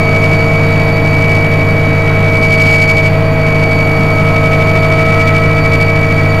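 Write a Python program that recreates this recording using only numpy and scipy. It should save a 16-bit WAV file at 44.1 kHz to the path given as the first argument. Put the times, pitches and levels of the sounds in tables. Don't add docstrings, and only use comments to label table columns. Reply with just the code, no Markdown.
import sys
import numpy as np
from scipy import signal
from scipy.fft import rfft, irfft
from scipy.io import wavfile
from scipy.ndimage import uniform_filter1d

SR = 44100
rng = np.random.default_rng(int(sys.argv[2]) if len(sys.argv) > 2 else 0)


def inscribe(sig):
    pcm = np.round(np.clip(np.atleast_2d(sig).T, -1, 1) * 32767)
    wavfile.write(sys.argv[1], SR, pcm.astype(np.int16))


def attenuation_scalar(level_db):
    decades = np.asarray(level_db, float) / 20
    return 10 ** decades


N = 282240
CONTROL_STEP = 16
SLOW = np.arange(0, N, CONTROL_STEP) / SR

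# time in seconds, speed in Hz.
SHAFT_SPEED = [(0, 98.70), (.3, 98.73), (1.05, 99.06), (1.5, 99.03), (1.85, 98.91), (2.2, 98.99),
               (2.8, 98.80), (3.2, 99.0), (3.65, 98.64), (4.0, 98.61), (4.2, 98.71), (4.45, 98.65),
               (5.3, 99.37), (5.5, 99.34), (5.95, 99.12), (6.4, 99.23)]
# time in seconds, level in dB.
WHINE_LEVEL = [(0, -16), (.36, -16), (.95, -19), (1.32, -14), (1.5, -17.5), (2.2, -18.5), (2.32, -15),
               (2.73, -10.5), (3.07, -14), (3.11, -23.5), (3.33, -23.5), (3.46, -17), (3.86, -16.5),
               (4.05, -18), (5.24, -16), (5.62, -18), (5.73, -15.2), (6.4, -19.5)]
# time in seconds, pitch in Hz, level in dB.
TURBINE_SPOOL = [(0, 685.5, -29), (1.3, 685.5, -31), (2.6, 684.5, -35), (3.6, 686, -33), (4.8, 689, -30),
                 (5.5, 688, -32), (6.4, 685, -32)]
FAN_HARMONICS_DB = [-15.3, -28, 0, -33.5, -39.5, -43, -36, -49, -45, -47]
WHINE_OVERTONES_DB = [-38.8, -53, -60, -59, -67]
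SMALL_PART_ORDERS = [29.5, .49, .98, 2, 4.0645, 4.9647, 5.848, 7.104, 8.3587, 9.598, 9.9814, 10.8492, 11,
                     11.1426, 11.2824, 12.688, 13.895, 15, 15.6225, 16.49, 16.82, 16.99, 18.935, 19, 19.91,
                     20.08, 21, 22, 24, 25]
SMALL_PART_LEVELS_DB = [-48, -40, -35, -35, -34.5, -41, -38, -42, -36, -45, -40.5, -39.5, -45, -48, -38.5,
                        -44, -47, -47, -47, -41, -47, -47, -49, -47, -46, -46.5, -42, -39, -36.5, -38]
# frequency in Hz, density in dB per Hz.
ROAR_SPECTRUM = [(32, -6), (55, -11), (120, -5), (170, 0), (200, -3), (217, -10), (250, -3), (350, -13),
                 (600, -12), (1200, -19), (2600, -25), (4000, -35), (7000, -46), (15000, -56)]
# time in seconds, buffeting in dB about its mean.
WINDOW_BUFFET = [
    (0, -1),
    (1, -1),
    (2.3, 1.5),
    (4.5, 2),
    (6.4, 6),
]
GEARBOX_SHAKERS = [(.1103, .14, .2, .362), (.1253, .18, .02, -.066), (.1356, -.067, .32, .06),
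                   (.132, .056, .17, -.028), (.1226, .022, .108, .042), (.1174, .016, .092, .49),
                   (.5196, 0, .127, -.05), (.5163, .03, .09, .18)]
# time in seconds, dB gained by the main mesh's second tone.
WALL_GAIN = [(0, 2.5), (.45, 1), (1.2, -4), (2.1, -0.5), (2.5, 0), (3.7, -1), (4.5, 6.5), (5.3, 8),
             (6.0, 0)]
MESH_TONES_DB = [-20.5, -29.5, -34.5]

BLADE, FAN, MAIN_MESH, PINION = .12518, 1.5446, 6.5096, 23
FAN_THIRD_DB = -21.5
WALL_SHARE_FAN, WALL_SHARE_MESH = 0.1, 0.17
MESH_THIRD_DB_PER_HZ = 16
OVERTONE_WANDER_DB = 1.6
SHAKE_AT_DB, SHAKE_STEADY = -17.5, .9
ROAR_DB, RUSH_DB = -16.5, -2.3
COMPRESSOR_HZ, COMPRESSOR_WIDTH_HZ, COMPRESSOR_DB = 11450, 620, -48.5
TOP_HZ = 15740


def held(control):
    return np.repeat(control, CONTROL_STEP)[:N]


def curve(table):
    s, *columns = np.transpose(table)
    return [np.interp(SLOW, s, column) for column in columns]


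def walk(rate):
    steps = int(N * rate / SR) + 2
    stairs = np.repeat(rng.standard_normal(steps), 16)
    smooth = uniform_filter1d(uniform_filter1d(stairs, size=16), size=16)
    return 1.3 * np.interp(SLOW * rate * 16, np.arange(len(smooth)), smooth)


def tone(turns, db, waver_db=1.5, slip=.03, rate=3):
    gain = np.sqrt(2) * attenuation_scalar(db + waver_db * walk(rate))
    phase = rng.random() + slip * walk(rate)
    return held(gain) * np.sin(2 * np.pi * (turns + held(phase)))


def compressor():
    hz = np.arange(N // 2 + 1) * SR / N
    whistle = np.exp(-.5 * ((hz - COMPRESSOR_HZ) / COMPRESSOR_WIDTH_HZ) ** 2)
    rising = .45 * (hz / 15000) ** 3
    hiss = irfft(rfft(rng.standard_normal(N)) * (whistle + rising), N)
    return hiss / hiss.std() * held(attenuation_scalar(COMPRESSOR_DB + 1.2 * walk(4.2)))


def roar(turns):
    hz = np.maximum(np.arange(N // 2 + 1) * SR / N, 1)
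    knots_hz, knots_db = np.transpose(ROAR_SPECTRUM)
    colour = attenuation_scalar(np.interp(np.log(hz), np.log(knots_hz), knots_db)) * (hz > 21)
    noise = rfft(rng.standard_normal(N)) * colour
    buffet_db = curve(WINDOW_BUFFET)[0]
    place = 2 * np.log2(hz / 16)
    swell = walk(.8)
    out = np.zeros(N)
    for step in range(21):
        band = irfft(noise * np.maximum(1 - abs(place - step), 0), N)
        flow_db = (step < 5) * buffet_db + (step > 14) * RUSH_DB - (step > 17) * 1.5
        out += held(attenuation_scalar(0.18 * swell + 0.67 * walk(4.79) + flow_db)) * band
    out *= 1 + 0.0057 * np.cos(2 * np.pi * BLADE * turns)
    return out * attenuation_scalar(ROAR_DB) / out.std()


def small_parts(turns):
    out = np.zeros(N)
    for order, line_db in zip(SMALL_PART_ORDERS, SMALL_PART_LEVELS_DB):
        out += tone(order * turns, line_db)
    spool_hz, spool_db = curve(TURBINE_SPOOL)
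    return out + tone(np.cumsum(held(spool_hz)) / SR, spool_db)


def rotor_and_fan(turns):
    fan_third_db = FAN_THIRD_DB + WALL_SHARE_FAN * curve(WALL_GAIN)[0]
    out = np.sqrt(2) * attenuation_scalar(-20.0) * np.cos(2 * np.pi * (BLADE * turns - .47))
    out += tone(turns, -14.5, waver_db=.5, slip=.015)
    for k, db in enumerate(FAN_HARMONICS_DB, start=1):
        out += tone(k * FAN * turns, db + (k == 3) * fan_third_db, waver_db=.6, slip=0.011)
    return out


def main_mesh(turns):
    load = 1 + .2 * np.cos(2 * np.pi * BLADE * turns)
    wall_db, speed = curve(WALL_GAIN)[0], curve(SHAFT_SPEED)[0]
    panel_db = MESH_THIRD_DB_PER_HZ * (speed - speed.mean())
    moves_db = [WALL_SHARE_MESH * wall_db, wall_db, panel_db]
    out = np.zeros(N)
    for k, (db, move_db) in enumerate(zip(MESH_TONES_DB, moves_db), start=1):
        out += tone(k * MAIN_MESH * turns, db + move_db, waver_db=1.08, slip=0.015)
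    fading_db = np.interp(SLOW, [.4, .7, 2.1, 2.5], [-57, -46, -46, -59])
    for k, db in [(4, -47), (6, fading_db), (7, -51)]:
        out += tone(k * MAIN_MESH * turns, db)
    return load * out


def whine(turns):
    db = curve(WHINE_LEVEL)[0]
    along = np.arange(N) / N
    shake = np.zeros(N)
    for order, first, last, lead in GEARBOX_SHAKERS:
        depth = first + (last - first) * along
        shake += depth * np.cos(2 * np.pi * (order * turns + lead))
    deepen = held(attenuation_scalar(SHAKE_STEADY * np.maximum(SHAKE_AT_DB - db, 0)))
    throb = np.clip(shake * deepen, -.75, .75)
    blade_sway = 0.053 * np.cos(2 * np.pi * BLADE * turns)
    teeth = PINION * turns - blade_sway + held(0.052 * walk(6))
    source_db = db + .15 * np.maximum(db + 15, 0)
    out = (1 + 1.04 * throb) * tone(teeth, source_db, waver_db=0.76, slip=.008, rate=150)
    for k, over_db in enumerate(WHINE_OVERTONES_DB, start=2):
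        wander_db = over_db - 2 + OVERTONE_WANDER_DB * walk(2.5)
        rough = tone(k * teeth, wander_db, waver_db=2.5, slip=.025 * k, rate=50)
        out += (1 - 0.83 * throb) * rough
    return out


def scene():
    turns = np.cumsum(held(curve(SHAFT_SPEED)[0])) / SR
    air = compressor() + roar(turns)
    geared = small_parts(turns) + rotor_and_fan(turns) + main_mesh(turns) + whine(turns)
    return (air + geared)[None]


def low_pass(x):
    return signal.sosfilt(signal.butter(12, 15890, fs=SR, output="sos"), x)


def record(dry):
    top, lift = .71, .09
    clipped = np.clip(attenuation_scalar(0.61) * dry[0], -top, top)
    bright = np.convolve(clipped, [-lift, 1 + 2 * lift, -lift], "same")
    lowpass = signal.ellip(12, .2, 30, TOP_HZ, fs=SR, output="sos")
    mix = signal.sosfilt(lowpass, bright)
    return low_pass(mix[None])


dry = scene()
out = record(dry)
inscribe(out)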